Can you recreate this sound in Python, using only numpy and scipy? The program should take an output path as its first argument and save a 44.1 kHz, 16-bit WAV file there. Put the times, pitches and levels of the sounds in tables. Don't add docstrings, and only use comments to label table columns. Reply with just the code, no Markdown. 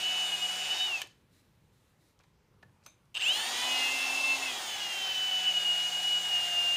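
import sys
import numpy as np
from scipy import signal
from scipy.fft import rfft, irfft
from scipy.io import wavfile
from scipy.ndimage import uniform_filter1d

SR = 44100
rng = np.random.default_rng(int(sys.argv[2]) if len(sys.argv) > 2 else 0)


def invert_db(level):
    return 10 ** (np.asarray(level, dtype=float) / 20)


def transcribe(signal):
    frames = np.atleast_2d(signal).T
    limited = np.clip(frames, -1, 1)
    pcm = np.round(limited * 32767).astype(np.int16)
    wavfile.write(sys.argv[1], SR, pcm)


N = 298116
TIME_S = np.arange(N) / SR
BINS_HZ = np.arange(N // 2 + 1) * SR / N + 1e-3

# time_s, turns_hz
HELD_SPEED = [(0, 184.3), (.05, 185), (.24, 184.8), (.36, 180.8), (.43, 181.8), (.56, 184.3), (.7, 184.9),
              (.77, 186), (.86, 186.3), (5.2, 180.5), (5.35, 181.7), (5.48, 182.1), (5.65, 178.3),
              (5.9, 180.3), (5.98, 180.6), (6.06, 181.6), (6.26, 181), (6.38, 177.8), (6.47, 177.1),
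              (6.55, 176.9), (6.68, 175.7), (6.76, 176.8)]
# time_s, push_db
FEED = [(0, 3), (.25, 2.5), (.55, 1), (.7, 3.5), (.86, 1.5), (.95, -4), (1.02, -12), (3.4, 7), (3.85, 5),
        (4.3, -4.5), (4.6, -5.5), (5.0, 0), (5.45, 1), (5.75, 0.5), (6.04, 0.5), (6.22, -1.5), (6.36, 2.5),
        (6.76, 4)]
# time_s, shift_hz, half_length_s
SPEED_DRIFT = [(3.43, -1.1, .06), (3.62, -.4, .18), (4.55, -1.1, .07), (4.86, .8, .13)]
# gap_hz still to gain, lag_s
SPIN_UP_LAGS = [
    (140, .066),
    (126, .25),
]
# time_s, shift_hz, half_length_s
SPIN_UP_DIP = [(3.207, -12.5, .021)]
LIFT_S, BRAKE_S, STOP_S, START_S, EASE_S = .68, .86, 1.015, 3.145, 4.45
BRAKE_HZ_PER_S, FREE_HZ, EASE_LAG_S, COAST_S = 222, 266.8, .3, 0.015

WHINE_ORDER, PARTNER_ORDER, TOOTH_ORDER, MERGING_ORDER = 16, 20, 14, 10
WHINE_DB, WHINE_PUSH, WHINE_WAVER_DB = -31.5, 0.53, 1.2
PARTNER_DB, PARTNER_FLAT_DB, PARTNER_DB_PER_OCTAVE = -47.5, -53.5, -9.5
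PARTNER_LIFT_DB, PARTNER_BRAKE_DB, PARTNER_TORQUE = 10, -13, 4.36
LOCK_HZ = 138
TORQUE_DB, TORQUE_HZ_PER_S = 4, 390
OCTAVE_S, OCTAVE_DB, OCTAVE_HALF_S = 3.213, -44, .019
# centre_hz, width_hz, gain_db
VENTS = [(2935, 680, -0.5), (2677, 140, -1.5), (3780, 550, -12)]
VENT_STEEPNESS = 2.4
# time_s, change_db, half_length_s
WHINE_SWELLS = [(0, -8, 0.03), (.1, -1, .08), (.14, -2.5, 0.015), (.55, 2, 0.044), (.31, -17, 0.0074),
                (.4, -29, 0.017), (.476, -22, 0.0075), (.66, -10, 0.12), (.37, -13, 0.009), (.69, -4, .012),
                (.714, 7.5, 0.017), (.752, -8, .009), (.786, -8, 0.012), (.81, 3.5, 0.022), (.885, 0, .015),
                (3.238, -14, 0.013), (3.53, -6, 0.13), (3.35, -7.5, 0.036), (4.1, -1, 0.1), (4.245, 6.5, 0.016),
                (4.305, 11, 0.041), (4.43, 10, 0.013), (4.225, -21, 0.008), (4.372, -27, 0.0093),
                (4.405, -7, 0.016), (4.452, -27, 0.0055), (4.54, -2, 0.037), (4.61, -8, .028), (4.86, 0, .03),
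                (4.66, -1, .02), (3.44, 2.5, .05), (3.75, 3.5, 0.13), (3.27, -3.5, 0.015), (4.88, -6.5, 0.1),
                (4.19, 2, 0.023), (5.135, -18, 0.0046), (5.308, -25, 0.0036), (5.436, -6, 0.0035),
                (5.48, 5.5, 0.017), (5.535, -14.5, 0.0044), (5.572, 3.5, 0.013), (5.592, -17, 0.0039),
                (5.62, -5, 0.022), (5.642, -14, 0.0036), (5.69, 2.5, 0.11), (5.91, -12, 0.011),
                (6.012, -10, 0.012), (6.13, 5, 0.0062), (6.176, 2.5, 0.01), (6.196, -17, 0.0062),
                (6.23, -9, 0.019), (6.338, 2.5, 0.043), (6.436, 2.5, 0.019), (6.59, 2, 0.016)]
# time_s, change_db, half_length_s
PARTNER_SWELLS = [(.025, 8, 0.016), (.15, 8.5, 0.08), (.29, 7.5, .04), (4.76, -0.5, .2), (6.15, 2, .15),
                  (5.3, 0, 0.11), (4.76, -1, 0.086), (3.52, 2, .05), (.4, 5, .06), (.53, -10, 0.058),
                  (.63, 8, 0.04), (3.216, 0, 0.0098), (3.243, 4, 0.014), (0.065, -10.5, .015),
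                  (.23, -7.5, .01), (.68, 0, .04), (3.28, -3, 0.028), (0.85, 9, 0.06), (3.39, 3.5, 0.054),
                  (5.3, -2, .06), (5.6, 8, 0.046), (4.5, 3, .06), (5.92, 1, .03), (6.1, 0, .06),
                  (6.8, 2, .03), (6.55, 0, 0.063)]

# turns_hz, plate_rumble_db, chopper_db, unbalance_db
BY_SPEED = [(59, -61, -77, -82), (124.7, -63.5, -71.5, -80.5), (183.8, -47.5, -54, -62),
            (187.8, -47.5, -67, -70.5), (225.6, -40, -50.5, -66), (277, -38.5, -48, -53)]
LIFT_DB, BRAKE_RUMBLE_DB, BRAKE_CHOP_DB = -7.5, 8, -17
ORDERS = (4, 8, 9, 10, 12, 13, 26, 29.7)
# part_speed_db, middle_speed_db, full_speed_db
ORDER_LEVELS = [(-5.5, -9, -7), (-11, -5, -2), (-7, -23, -15), (-20.5, -15, 2.5), (-10, -12, -27),
                (-10, -17, -7.5), (-12, -20.5, -19), (-21, -10.5, -31)]
CRAWL_HZ, PART_HZ, MIDDLE_HZ, FULL_HZ, CRAWL_DB = 110, 182, 226, 262, -30
ORDER_TORQUE, TOOTH_TORQUE, TOOTH_DB = 0.62, 1.1, -39.5
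# cycles_per_turn, time_s, change_db, half_length_s
ORDER_SWELLS = [(4, 0.77, -5, .04), (29.7, 4.72, 12, .07), (26, 3.45, 4, .12), (8, 3.42, 0, 0.17),
                (8, 4.8, 0.5, .2), (4, 7.4, 4, 0.077), (4, .55, 4.5, 0.26), (4, 5.5, 0, .2),
                (4, 6.5, 5, 0.22), (8, 0.5, -5.5, .5), (8, 5.7, 0.5, 0.54), (8, 6.7, -6, .15),
                (9, 1.4, 9, 0.087), (9, 4.9, -7, 0.18), (10, 5, 12.5, 0.45), (12, 3.42, -1, .12),
                (12, .12, 10.5, .06), (13, 2, 5, 0.13), (13, 4.4, -2, 0.1), (13, 6.1, 1, 0.44),
                (13, .3, -3.5, .15), (14, .25, 2, .3), (14, 3.6, 9, .1), (14, 4.76, -2, 0.1),
                (14, 4.93, 4, 0.064), (14, 4.79, -8, 0.01), (14, 4.61, -6, .012), (14, 4.57, 7, .025),
                (8, 3, 4.5, 0.053), (13, 4.5, 11, .04), (4, .15, 0.5, .2), (4, 5.9, 0, .4),
                (14, 6.05, -4.5, 0.47)]
# time_s, change_db, half_length_s
MERGE = [(4.33, -22, .075)]
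# centre_hz, width_hz, gain_db
HOUSING = [(2900, 380, 10)]
# centre_hz, width_hz, gain_db
TOOTH_RING = [(2906, 343, 0)]

CHOPPER_HZ, CHOP_TORQUE = 7976., 2.7
# cycles_per_turn, level_db
SIDEBANDS = [(-4, 1), (0, -14), (4, -2), (8, -16), (20, -6.5), (28, -15)]
# centre_hz, width_hz, gain_db
SHELL = [(7420, 290, 11.5), (8900, 1100, 11)]
# time_s, change_db, half_length_s
CHOPPER_SWELLS = [(.4, 5, 0.5), (3.225, 9, 0.019), (3.36, 6.5, 0.057), (4.53, -4.5, 0.059), (5.3, -7, 0.17)]
# time_s, change_db, half_length_s
LOWER_SWELLS = [(0.9, 5, .1), (3.17, -20, 0.028), (4.1, -8, 0.22), (5.3, 8, .12), (4.8, 2, .2),
                (3.29, -4, .015), (5.9, 5, 0.56), (4.6, -16, .05)]
# time_s, change_db, half_length_s
UPPER_SWELLS = [(3.16, 4, .02), (2.6, 9, 0.013), (3.245, -13, .008), (.85, -2.5, .1), (5.5, -4, .2)]
FOLD_20_DB, FOLD_20_DB_PER_HZ, FOLD_20_HZ, EASE_FOLD_DB = -38, .3, 243, -10
FOLD_28_DB, FOLD_28_DB_PER_HZ, FOLD_28_TOP_HZ = -46.5, -0.2, 180.2
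# time_s, change_db, half_length_s
FOLD_28_FADES = [(.17, 0, .12), (.52, -10, 0.069), (5.1, -13, 0.17), (6.65, -6, 0.11)]
# first_run_db, second_run_db
TWICE_LEVELS = (-75, -61)

GEAR_DB, GEAR_DB_PER_OCTAVE, GEAR_PUSH = -49, 7, 0.32
# pitch_hz, density_db
GEARS = [(53, -47), (90, -38.5), (179, -23.5), (231, -16), (501, -10.5), (662, -5.5), (721, -2.5),
         (1110, -9.5), (1600, -4.5), (2560, -4), (2910, 1.5), (4280, -5), (5050, -4.5), (5750, -7),
         (6720, -6.5), (15200, -30)]
# time_s, change_db, half_length_s
SLACK = [
    (.92, -2, 0.037),
    (1.0, 0, 0.033),
    (3.192, -4, 0.01305),
]
# centre_hz, width_hz, gain_db
FAN = [(11900, 9700, 0)]
# centre_hz, width_hz, gain_db
CUT_RING = [(4170, 530, -4), (4900, 460, -4), (6420, 450, 1), (6730, 300, -2)]
FAN_DB, CUT_RING_DB = -8, -3
# centre_hz, width_hz, gain_db
RUMBLE = [(796, 260, 10), (374, 156, 4), (1240, 470, 4.5)]

# pitch_hz, density_db
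SHOP = [(15, -40), (25, -16), (98, -1), (177, -7), (238, -11.5), (504, -15.5), (695, -22.5), (839, -18.5),
        (1870, -25), (3290, -28), (3870, -31), (15200, -40.5)]
SHOP_DB = -67
# time_s, peak_db,
# centre_hz, decay_s, plate_share
TAPS = [(1.017, -32.5, 1630, 0.0054, 0.53), (1.036, -45.5, 580, 0.022, 0.1),
        (1.023, -44.5, 3500, 0.047, 0.3), (3.146, -38.5, 1205, 0.12, 0.6), (2.191, -54.5, 4600, 0.002, 0),
        (2.206, -62, 3000, .006, 0), (6.028, -41, 9000, .008, 0), (2.198, -57.5, 500, 0.0077, 0),
        (2.199, -63, 1800, 0.019, .1), (2.2356, -59, 4230, 0.0094, 0), (2.239, -57, 1200, 0.0044, 0),
        (2.626, -58, 2480, 0.0024, 0.04), (2.6281, -46.5, 1000, 0.0053, 0.1),
        (2.631, -54, 200, 0.036, 0.04), (2.694, -64, 1100, .006, 0.05), (2.828, -61, 1000, 0.0044, 0.2),
        (2.836, -61, 5200, 0.03, 0), (2.847, -60, 5400, .02, 0), (2.859, -53, 400, 0.011, 0),
        (2.862, -46.5, 1200, 0.009, 0.1), (.885, -42.5, 834, .03, 0), (2.8633, -39, 4400, 0.0018, 0.2),
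        (2.862, -51, 12600, 0.012, 0.35), (2.866, -50, 6500, 0.041, 0.85), (3.055, -68, 6000, 0.0032, .2)]
# centre_hz, width_hz, gain_db
PLATE = [(550, 150, -7), (1200, 71, 1), (1620, 100, -2), (2380, 110, 9), (3760, 500, 2), (6270, 100, 9),
         (6290, 73, -1), (8110, 230, -17.5)]
# time_s, peak_db, ring_share, push_s
KNOCKS = [(1.017, -21, 0.72, .0005), (1.021, -28, 0.9, 0.0006), (1.031, -43, 0.4, 0.0012),
          (1.072, -45, 0.2, .001), (3.1436, -37, 0.8, 0.002), (3.148, -33, .9, .001),
          (3.152, -25, 0.88, .0006), (3.158, -27, 0.98, .001), (3.162, -25, 1, .001),
          (3.165, -31, 0.86, .0008), (3.168, -31.5, 0.92, .0008), (3.1701, -22, 1, .0006),
          (3.1744, -24, 0.9, 0.00091), (3.177, -28.5, 0.9, .0006), (3.181, -32.5, 1, 0.0011),
          (3.185, -32, 0.97, 0.00093), (3.195, -30, 0.96, 0.0016), (3.199, -34, 1, .0015),
          (3.202, -29, 1, .001), (3.206, -28, 1, .001), (3.211, -24, 1, .001), (3.213, -31, 1, .001),
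          (3.217, -27, 0.97, .001), (3.2216, -21.5, 0.9, .001)]
# pitch_hz, level_db, t60_s
LOCK_MODES = [(1700, -8, .01), (2400, -10, .008), (3050, 0, .011), (5200, -10, .006), (7200, -11, .006)]
# pitch_hz, level_db, t60_s
KNOCK_MODES = [(1790, -25, 0.012), (2824, -7, 0.017), (3000, -3, 0.0085), (3550, -8.5, 0.0085),
               (4770, -18, 0.0099), (8090, -21.5, 0.019)]
# start_s, length_s, level_db
SLIDES = [(1.128, 0.095, -83), (1.332, 0.07, -73.5), (1.448, 0.22, -84.5), (1.734, 0.18, -80),
          (2.015, 0.094, -76.5), (2.268, .02, -85), (2.35, 0.032, -93), (2.684, 0.14, -96)]
# pitch_hz, density_db
SLIDE_COLOUR = [(1180, -20), (2000, -3.5), (3330, -9), (3980, 2.5), (4400, -6), (9770, -8), (15200, -12.5)]
SLIDE_ATTACK_S, SLIDE_RELEASE_S = .02, 0.033
# time_s, peak_db
BIT_SET = (2.6305, -46.5)
# pitch_hz, level_db, t60_s
BIT_MODES = [(867, -12, .035), (1500, -5, .02), (1701, 0, .03), (3914, -16, .015)]
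# time_s, peak_db
PLATE_DROP = (2.8618, -42.5)
# pitch_hz, level_db, t60_s
DROP_MODES = [(1227, -4, .04), (2449, -5, .04), (3924, -9, .02), (6164, -3, .06), (6390, -5, .12),
              (8231, -12, .04)]
ROOM_T60_S, ROOM_DB, ROOM_TOP_HZ = 0.28, -17.5, 6000
TOP_HZ = 15340


def level(x, db):
    return x * invert_db(db) / np.sqrt(np.mean(x ** 2))


def band_level(x, lo_hz, hi_hz):
    part = rfft(x) * (BINS_HZ > lo_hz) * (BINS_HZ < hi_hz)
    return x / np.std(irfft(part, N))


def walk(rate_hz):
    hold = max(int(SR / rate_hz), 2)
    held = np.repeat(rng.standard_normal(N // 40), hold)[:N]
    return 1.3 * uniform_filter1d(uniform_filter1d(held, hold), hold)


def curves(rows):
    time_s, *columns = np.transpose(rows)
    return [np.interp(TIME_S, time_s, c) for c in columns]


def bumps(rows):
    return sum(change * np.exp(-((TIME_S - s) / half_s) ** 2) for s, change, half_s in rows)


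def until_restart(start_s):
    gate = (TIME_S > start_s) & (TIME_S < START_S)
    return uniform_filter1d(1. * gate, size=3000)


def resonances(hz, modes):
    return sum(invert_db(2 * db) / (1 + ((hz - f * f / hz) / width) ** 2) for f, width, db in modes)


def resonant_noise(modes):
    return irfft(rfft(rng.standard_normal(N)) * resonances(BINS_HZ, modes), N)


def noise(colour, flicker_db, rate_hz):
    f, db = np.transpose(colour)
    spectrum = rfft(rng.standard_normal(N)) * invert_db(np.interp(np.log(BINS_HZ), np.log(f), db))
    place = 2 * np.log2(BINS_HZ / 20)
    out = np.zeros(N)
    for k in range(21):
        window = np.cos(np.pi / 2 * np.clip(place - k, -1, 1)) ** 2
        out += irfft(spectrum * window, N) * invert_db(flicker_db * walk(rate_hz))
    return out


def line(phase, db, waver_db):
    return np.sqrt(2) * invert_db(db + waver_db * walk(25.13)) * np.sin(phase + rng.uniform(0, 2 * np.pi))


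def shaft():
    held_hz, = curves(HELD_SPEED)
    since_s = np.maximum(TIME_S - START_S, 0)
    up_hz = FREE_HZ - sum(gap * np.exp(-since_s / lag) for gap, lag in SPIN_UP_LAGS) + bumps(SPIN_UP_DIP)
    ease = np.exp(-np.maximum(TIME_S - EASE_S, 0) / EASE_LAG_S)
    second_hz = bumps(SPEED_DRIFT) + held_hz + (up_hz - held_hz) * ease
    first_hz = held_hz - BRAKE_HZ_PER_S * np.maximum(TIME_S - BRAKE_S, 0)
    gain = sum(gap / lag * np.exp(-since_s / lag) for gap, lag in SPIN_UP_LAGS) * (TIME_S > START_S)
    return np.maximum(np.where(TIME_S < START_S, first_hz, second_hz), 20), gain


def vents_db(hz):
    return VENT_STEEPNESS * 10 * np.log10(resonances(np.maximum(hz, 50), VENTS))


def loose_db(hz):
    return 0.27 * np.minimum(hz - LOCK_HZ, 0)


def by_speed(hz, column):
    table = np.transpose(BY_SPEED)
    return np.interp(hz, table[0], table[column])


def swells(order):
    return bumps([row[1:] for row in ORDER_SWELLS if row[0] == order])


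def magnet_whine(hz, turn, field_db, swell_db):
    whine_db = WHINE_DB + loose_db(hz) + field_db + swell_db + vents_db(WHINE_ORDER * hz)
    flat_db = PARTNER_FLAT_DB + PARTNER_DB_PER_OCTAVE * np.log2(np.maximum(hz / PART_HZ, 1))
    partner_db = np.maximum(PARTNER_DB + vents_db(PARTNER_ORDER * hz), flat_db)
    partner_db = partner_db + PARTNER_LIFT_DB * until_restart(LIFT_S) + PARTNER_BRAKE_DB * until_restart(BRAKE_S)
    partner_db = partner_db + loose_db(hz) + bumps(PARTNER_SWELLS) + PARTNER_TORQUE * field_db
    whine = line(WHINE_ORDER * turn, whine_db, WHINE_WAVER_DB)
    partner = line(PARTNER_ORDER * turn, partner_db, 1.2)
    octave = line(2 * WHINE_ORDER * turn, OCTAVE_DB, 2.5)
    return whine + partner + octave * np.exp(-((TIME_S - OCTAVE_S) / OCTAVE_HALF_S) ** 2)


def unbalance(hz, turn):
    return line(turn, by_speed(hz, 3) + LIFT_DB * until_restart(LIFT_S), 0.71)


def shaft_orders(hz, turn, gear_db, field_db):
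    out = np.zeros(N)
    shared_db = gear_db + ORDER_TORQUE * field_db + 0.29 * bumps(WHINE_SWELLS)
    for order, levels_db in zip(ORDERS, ORDER_LEVELS):
        speed_db = np.interp(hz, (CRAWL_HZ, PART_HZ, MIDDLE_HZ, FULL_HZ), (CRAWL_DB, *levels_db))
        db = shared_db + swells(order) + speed_db
        if order == MERGING_ORDER:
            db = db + bumps(MERGE)
        out += line(order * turn, db, 1.3) * np.sqrt(1 + resonances(order * hz, HOUSING))
    tooth_db = TOOTH_DB + swells(TOOTH_ORDER) + loose_db(hz) + TOOTH_TORQUE * field_db
    tooth = line(TOOTH_ORDER * turn, tooth_db + LIFT_DB * until_restart(BRAKE_S), 1.3)
    return out + tooth * (0.14 + resonances(TOOTH_ORDER * hz, TOOTH_RING))


def chopper_tones(hz, turn, field_db, swell_db):
    chop = 2 * np.pi * CHOPPER_HZ * TIME_S
    brake_db = BRAKE_CHOP_DB * until_restart(BRAKE_S)
    shared_db = by_speed(hz, 2) + brake_db + CHOP_TORQUE * field_db + 0.49 * walk(19) + bumps(CHOPPER_SWELLS) - 12.0
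    out = np.zeros(N)
    for k, db in SIDEBANDS:
        own_db = db + bumps(LOWER_SWELLS if k < 0 else UPPER_SWELLS)
        shell = np.sqrt(1 + resonances(CHOPPER_HZ + k * hz, SHELL))
        out += line(chop + k * turn, shared_db + own_db, 1.4) * shell

    fold_20_db = FOLD_20_DB + swell_db + EASE_FOLD_DB * np.clip((TIME_S - EASE_S) / 0.071, 0, 1)
    fold_20_db = fold_20_db + FOLD_20_DB_PER_HZ * np.minimum(hz - FOLD_20_HZ, 0)
    fold_28_db = FOLD_28_DB + bumps(FOLD_28_FADES) + brake_db
    fold_28_db = fold_28_db - FOLD_28_DB_PER_HZ * np.maximum(hz - FOLD_28_TOP_HZ, 0)
    for order, db in ((20, fold_20_db), (28, fold_28_db)):
        out += line(chop - order * turn, db + vents_db(CHOPPER_HZ - order * hz), 0.67)

    twice_db = np.where(TIME_S < START_S, *TWICE_LEVELS) + 8 * until_restart(LIFT_S - .15)
    return out + line(2 * chop - 4 * turn, twice_db + bumps([(5.9, -3, .5)]), 1.2)


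def gear_noise(turn, gear_db):
    clatter = band_level(noise(GEARS, flicker_db=1.06, rate_hz=22), 4846, 5920) * (1 + 0.054 * np.sin(turn))
    fan = level(resonant_noise(FAN), FAN_DB)
    cut = level(resonant_noise(CUT_RING), CUT_RING_DB) * invert_db(2.5 * walk(30))
    return invert_db(gear_db - 1.57) * (clatter + fan + cut)


def plate_rumble(hz):
    db = by_speed(hz, 1) + BRAKE_RUMBLE_DB * until_restart(BRAKE_S)
    return band_level(resonant_noise(RUMBLE), 550, 1020) * invert_db(db - 8.0 + 1.6 * walk(20.99))


def drill():
    push_db, = curves(FEED)
    hz, gain_hz_per_s = shaft()
    turn = 2 * np.pi * np.cumsum(hz * (1 + 0.001191 * walk(40))) / SR
    field_db = TORQUE_DB * np.tanh(gain_hz_per_s / TORQUE_HZ_PER_S)
    swell_db = WHINE_PUSH * push_db + bumps(WHINE_SWELLS)
    gear_db = GEAR_DB + GEAR_DB_PER_OCTAVE * np.log2(hz / PART_HZ) + GEAR_PUSH * push_db + bumps(SLACK)
    run_out = np.exp(-np.maximum(TIME_S - STOP_S, 0) / COAST_S)
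    running = np.where(TIME_S < START_S, run_out, np.minimum((TIME_S - START_S) / 0.0023, 1))
    tones = magnet_whine(hz, turn, field_db, swell_db) + unbalance(hz, turn)
    tones = tones + shaft_orders(hz, turn, gear_db, field_db) + chopper_tones(hz, turn, field_db, swell_db)
    return running * (tones + gear_noise(turn, gear_db) + plate_rumble(hz))


def shop_hum():
    return level(noise(SHOP, flicker_db=-1.5, rate_hz=9.1), SHOP_DB)


def room(x):
    t = TIME_S[:SR // 2]
    tail = rng.standard_normal(len(t)) * np.exp(-np.log(1000) * t / ROOM_T60_S) * (t > .004)
    tail = signal.lfilter(*signal.butter(1, ROOM_TOP_HZ, fs=SR), tail)
    return signal.fftconvolve(x, tail / np.sqrt(np.sum(tail ** 2)))[:N] * invert_db(ROOM_DB)


def add(out, start_s, sound):
    i = int(start_s * SR)
    out[i:i + len(sound)] += sound[:N - i]


def tap(centre_hz, decay_s, plate_share):
    t = TIME_S[:SR // 5]
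    scuff = rng.standard_normal(len(t)) * np.exp(-t / decay_s)
    colour = signal.iirpeak(centre_hz, 0.42 + centre_hz / 8000, fs=SR)
    direct = signal.lfilter(*colour, signal.lfilter(*colour, scuff))
    plate = sum(invert_db(db) * signal.lfilter(*signal.iirpeak(f, f / width, fs=SR), scuff) for f, width, db in PLATE)
    blow = plate_share * plate / abs(plate).max() + (1 - plate_share) * direct / abs(direct).max()
    return blow / abs(blow).max()


def taps_and_thuds():
    out = np.zeros(N)
    for s, db, *touch in TAPS:
        add(out, s, invert_db(db) * tap(*touch))
    return out


def ring(modes, tilt_db, share, crack_s, push_s):
    t = TIME_S[:SR // 5]
    share = np.clip(share, 0, 1)
    tones = np.zeros(len(t))
    for f, db, t60_s in modes:
        level_chance, pitch_chance = rng.standard_normal(2)
        mode_db = db + 2 * level_chance + tilt_db * np.log2(f / 2000)
        tone = np.sin(2 * np.pi * f * (1 + 0.016 * pitch_chance) * t)
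        tones += invert_db(mode_db) * tone * np.exp(-np.log(1000) * t / t60_s)
    crack = rng.standard_normal(len(t)) * np.exp(-t / crack_s)
    crack = signal.lfilter([1, -.9], [1, -1.1, .45], crack)
    blow = share * tones / abs(tones).max() + (1 - share) * crack / abs(crack).max()
    blow = blow * (1 - np.exp(-t / push_s))
    return blow / abs(blow).max()


def gear_knocks():
    out = np.zeros(N)
    for s, db, share, push_s in KNOCKS:
        modes = KNOCK_MODES if s > START_S - 1 else LOCK_MODES
        add(out, s, invert_db(db) * ring(modes, -0.81, share, 0.0012, push_s))
    return out


def finger_slides():
    strokes = np.zeros(N)
    for s, length_s, db in SLIDES:
        outside = np.maximum((s - TIME_S) / SLIDE_ATTACK_S, (TIME_S - s - length_s) / SLIDE_RELEASE_S)
        strokes += invert_db(db) * np.exp(-outside.clip(0))
    return strokes * band_level(noise(SLIDE_COLOUR, flicker_db=0.0, rate_hz=24), 3300, 13900)


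def set_downs():
    out = np.zeros(N)
    add(out, BIT_SET[0], invert_db(BIT_SET[1]) * ring(BIT_MODES, 0, .9, 0.0022, .002))
    add(out, PLATE_DROP[0], invert_db(PLATE_DROP[1]) * ring(DROP_MODES, 0, .65, 0.0018, 0.00069))
    return out


def scene():
    near = drill() + taps_and_thuds() + gear_knocks() + finger_slides() + set_downs()
    mono = near + room(near) + shop_hum()
    return np.array([mono, mono])


def top_cut(x):
    return signal.sosfilt(signal.butter(12, 15330, fs=SR, output="sos"), x)


def record(dry):
    low_pass = signal.ellip(8, .2, 70, TOP_HZ, fs=SR, output="sos")
    mix = signal.sosfilt(low_pass, dry)
    return top_cut(mix)


dry = scene()
out = record(dry)
transcribe(out)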